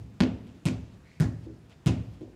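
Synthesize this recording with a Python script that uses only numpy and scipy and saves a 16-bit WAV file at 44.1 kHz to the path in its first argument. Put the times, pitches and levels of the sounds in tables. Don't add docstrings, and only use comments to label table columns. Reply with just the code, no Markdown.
import sys
import numpy as np
from scipy import signal
from scipy.io import wavfile
from scipy.ndimage import uniform_filter1d

SR = 44100
rng = np.random.default_rng(int(sys.argv[2]) if len(sys.argv) > 2 else 0)


def rack_gain(trim_db):
    fader = np.asarray(trim_db, float)
    return 10 ** (fader / 20)


def to_wav(s):
    ch = np.atleast_2d(s).T
    pcm = np.round(np.clip(ch, -1, 1) * 32767)
    wavfile.write(sys.argv[1], SR, pcm.astype(np.int16))


N = 103635


def at_hz(points, hz):
    table = np.array(points)
    return np.interp(np.log(hz), np.log(table[:, 0]), table[:, 1])


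def band_filter(x, low_hz, high_hz, order=2):
    return signal.sosfilt(signal.butter(order, [low_hz, high_hz], "band", fs=SR, output="sos"), x)


def bands(size):
    edges = 30 * 2 ** np.arange(0, 9.6, .5)
    lead_in = 4000
    white = rng.standard_normal((2, size + lead_in))
    out = []
    for k, (low, high) in enumerate(zip(edges, edges[1:])):
        out.append((np.sqrt(low * high), band_filter(white[k % 2], low, high)[-size:]))
    return out


def slow_noise(size, span):
    return uniform_filter1d(rng.standard_normal(size), size=span) * np.sqrt(span)


def decay(t, t60):
    return rack_gain(-60 * t / t60)


def hum():
    # frequency in Hz, level in dB.
    hum_colour = [(18, -31), (30, 1), (134, -3.5), (328, -15.5), (499, -20.5), (740, -24), (1160, -25.5),
                  (5450, -37.5), (16000, -50.5)]
    level_db, patchy_db = -54.5, 1.8
    out = 0
    for hz, band in bands(N):
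        drift = slow_noise(N, 4000)
        out = out + rack_gain(at_hz(hum_colour, hz) + patchy_db * drift) * band
    return rack_gain(level_db) * out / np.std(out)


def blow(t, thump_db, thump_hz, slap_db, slap_hz, snap_db):
    thump_cycles, rise_s = 2.8, .002
    slab_db, slab_hz, slab_t60_s = -6, 104.2, 0.033
    rise = 1 - np.exp(-t / rise_s)
    air = decay(t, thump_cycles / thump_hz * 2) * np.sin(2 * np.pi * thump_hz * t)
    slab = decay(t, slab_t60_s) * np.sin(2 * np.pi * slab_hz * t)
    thump = rise * (rack_gain(thump_db) * air + rack_gain(thump_db + slab_db) * slab)

    snap_hz, peak_db, skin_db, skin_hz = 4000, 9, 9, 648
    click = 1.0 * (t == 0)
    band = band_filter(click, 370, 8800)
    bright = signal.lfilter(*signal.butter(1, snap_hz, "high", fs=SR), band)
    shelved = band + (rack_gain(snap_db) - 1) * bright
    slap = shelved + rack_gain(peak_db) * signal.lfilter(*signal.iirpeak(slap_hz, 3.0, fs=SR), shelved)
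    slap = slap + rack_gain(skin_db) * signal.lfilter(*signal.iirpeak(skin_hz, 1.5, fs=SR), slap)
    return thump, rack_gain(slap_db) * slap


def yard(t):
    # frequency in Hz, level in dB.
    yard_colour = [(50, -32.5), (110, -37.5), (250, -17), (500, -14), (1200, -18.5), (2500, -23),
                   (6000, -15.5), (14000, -29)]
    # frequency in Hz, t60 in seconds.
    yard_t60 = [(60, 1), (160, 0.31), (420, 0.34), (1100, 0.34), (2910, 0.27), (7680, 0.17)]
    # frequency in Hz, level in dB, t60 in seconds.
    standing = [(73.56, -55, 0.68), (103.03, -52.5, 0.65), (113.86, -51.5, 0.64), (156.1, -57, 0.44),
                (256, -37.5, 0.36), (321.9, -30, 0.17), (1003, -32, 0.15), (1446, -31, .2),
                (2190, -35, 0.19), (2554, -41, 0.15), (3890, -27, 0.078), (5110, -25.5, 0.09)]
    late_db, late_stretch = -24.5, 6.7
    out = 0
    for hz, band in bands(len(t)):
        t60 = at_hz(yard_t60, hz)
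        fall = decay(t, t60) + rack_gain(late_db) * decay(t, late_stretch * t60)
        out = out + rack_gain(at_hz(yard_colour, hz)) * band * fall
    for hz, db, t60 in standing:
        out = out + rack_gain(db) * decay(t, t60) * np.sin(2 * np.pi * (hz * t + rng.random()))
    return out


def yard_answer(part, tail, build_s, t):
    build = 1 - np.exp(-(t / build_s) ** 2)
    return signal.fftconvolve(part, tail * build)[:SR]


def wall_smear(slap):
    smear_s = .006
    rough = rng.standard_normal(len(slap)) * decay(np.arange(len(slap)) / SR, smear_s)
    return signal.fftconvolve(slap, rough / np.linalg.norm(rough))[:len(slap)]


def heard(rows, echoes, losses, facings):
    near_thump_db, near_slap_db = 5, -1
    wall_thump_db, wall_cut_hz = -14, 6000
    grit_db, grain_db, grain_s = -3, 4, .05
    t = np.arange(SR) / SR
    out = np.zeros(N + 3 * SR)
    for (start_s, *voice), lags, loss, facing in zip(rows, echoes, losses, facings):
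        near_s, side_s, far_s = lags
        side_db, far_db = loss
        snap_db, low_db, high_db = facing
        thump, slap = blow(t[:SR // 10], *voice, snap_db)
        grain = slow_noise(SR, 40)
        tail = yard(t)
        grainy_tail = tail * rack_gain(grain_db * grain * np.exp(-t / grain_s))
        smeared = wall_smear(slap)

        sound = rack_gain(low_db) * yard_answer(thump, tail, .017, t)
        sound = sound + rack_gain(high_db) * yard_answer(slap, grainy_tail, .009, t)
        gritty = slap + rack_gain(grit_db) * smeared
        near = rack_gain(near_thump_db) * thump + rack_gain(near_slap_db) * gritty
        dull = band_filter(smeared, wall_cut_hz / 4, wall_cut_hz, order=1) + rack_gain(wall_thump_db) * thump
        arrivals = [(0, thump + gritty), (near_s, near),
                    (side_s, rack_gain(side_db) * dull), (far_s, rack_gain(far_db) * dull)]
        for lag_s, part in arrivals:
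            i = int(lag_s * SR)
            sound[i:i + len(part)] += part
        i = int((start_s + 1) * SR)
        out[i:i + SR] += sound
    return out[SR:SR + N]


def dribble():
    # start in seconds, thump level in dB, thump pitch in Hz, slap level in dB, slap peak in Hz.
    bounces = [
        (-.22, -18.5, 140, -34.5, 2500),
        (.2047, -8.5, 185.3, -8, 2650),
        (.6547, -14.5, 147.7, -17.5, 2530),
        (1.2, -12, 142.7, -21.5, 1790),
        (1.861, -11, 143, -19, 2590),
    ]
    # near wall, side wall, far wall, all in seconds.
    wall_lags = [(.005, .017, .032), (.005, .0168, .031), (.0057, .023, .031), (.0063, .018, .04),
                 (.0066, .016, .023)]
    # side wall in dB, far wall in dB.
    wall_levels = [(-6, -6), (-5, -3), (-6, 0), (-4, -4), (3, 0)]
    # snap in dB, yard answer to the thump in dB, to the slap in dB.
    facings = [(1.5, 8.5, 14.5), (-15.5, -2.5, -7.5), (4.5, 0, -3.5), (5.5, 0.5, -2), (1.5, 0.5, 1)]
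    return heard(bounces, wall_lags, wall_levels, facings)


def palm_touches():
    # start in seconds, thump level in dB, thump pitch in Hz, slap level in dB, slap peak in Hz.
    palms = [
        (.47, -47.5, 300, -42, 2930),
        (.925, -58, 250, -49.5, 3100),
        (1.33, -53, 108, -66, 3000),
        (1.465, -27, 300, -77.5, 2970),
        (1.61, -94, 250, -98, 3000),
        (1.697, -83, 300, -41, 2500),
        (2.085, -45, 110, -71, 4000),
        (2.21, -25.5, 320, -46, 3200),
    ]
    count = len(palms)
    lags_s, levels_db, facing_db = (.006, .021, .03), (-2, -2), (-4, -6, -3)
    return heard(palms, [lags_s] * count, [levels_db] * count, [facing_db] * count)


def soles():
    # start in seconds, length in seconds, squeak level in dB, hiss level in dB, start pitch in Hz.
    drags = [
        (1.03, .19, -62, -69, 1950),
        (1.706, .04, -68, -64, 2300),
        (1.42, .05, -85, -66, 3000),
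        (2.13, .03, -85, -67, 3000),
    ]
    width_hz, octave_db, rise_hz_per_s = 450, -12, 2200
    out = np.zeros(N + SR)
    for start_s, length_s, squeak_db, hiss_db, start_hz in drags:
        noise = rng.standard_normal((3, SR // 4))
        t = np.arange(SR // 4) / SR
        phase = 2 * np.pi * np.cumsum(start_hz + rise_hz_per_s * t) / SR
        rough = signal.sosfilt(signal.butter(2, width_hz / 2, fs=SR, output="sos"), noise[:2])
        rough = rough / np.std(rough)
        squeak = rough[0] * np.sin(phase) + rack_gain(octave_db) * rough[1] * np.sin(2 * phase)
        hiss = 2 * band_filter(noise[2], 1500, 5000)
        swell = np.sqrt(np.sin(np.pi * np.clip(t / length_s, 0, 1)).clip(0))
        i = int(start_s * SR)
        out[i:i + len(t)] += swell * (rack_gain(squeak_db) * squeak + rack_gain(hiss_db) * hiss)
    return out[:N]


def scene():
    return (hum() + dribble() + palm_touches() + soles())[None]


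def low_pass(x):
    return signal.sosfilt(signal.butter(12, 16520, fs=SR, output="sos"), x)


def record(dry):
    low_hz, top_hz = 59.4, 16600
    low_cut = signal.sosfilt(signal.butter(4, low_hz, "high", fs=SR, output="sos"), dry)
    finished = signal.sosfilt(signal.cheby2(10, 50, top_hz, fs=SR, output="sos"), low_cut)
    return low_pass(finished)


dry = scene()
out = record(dry)
to_wav(out)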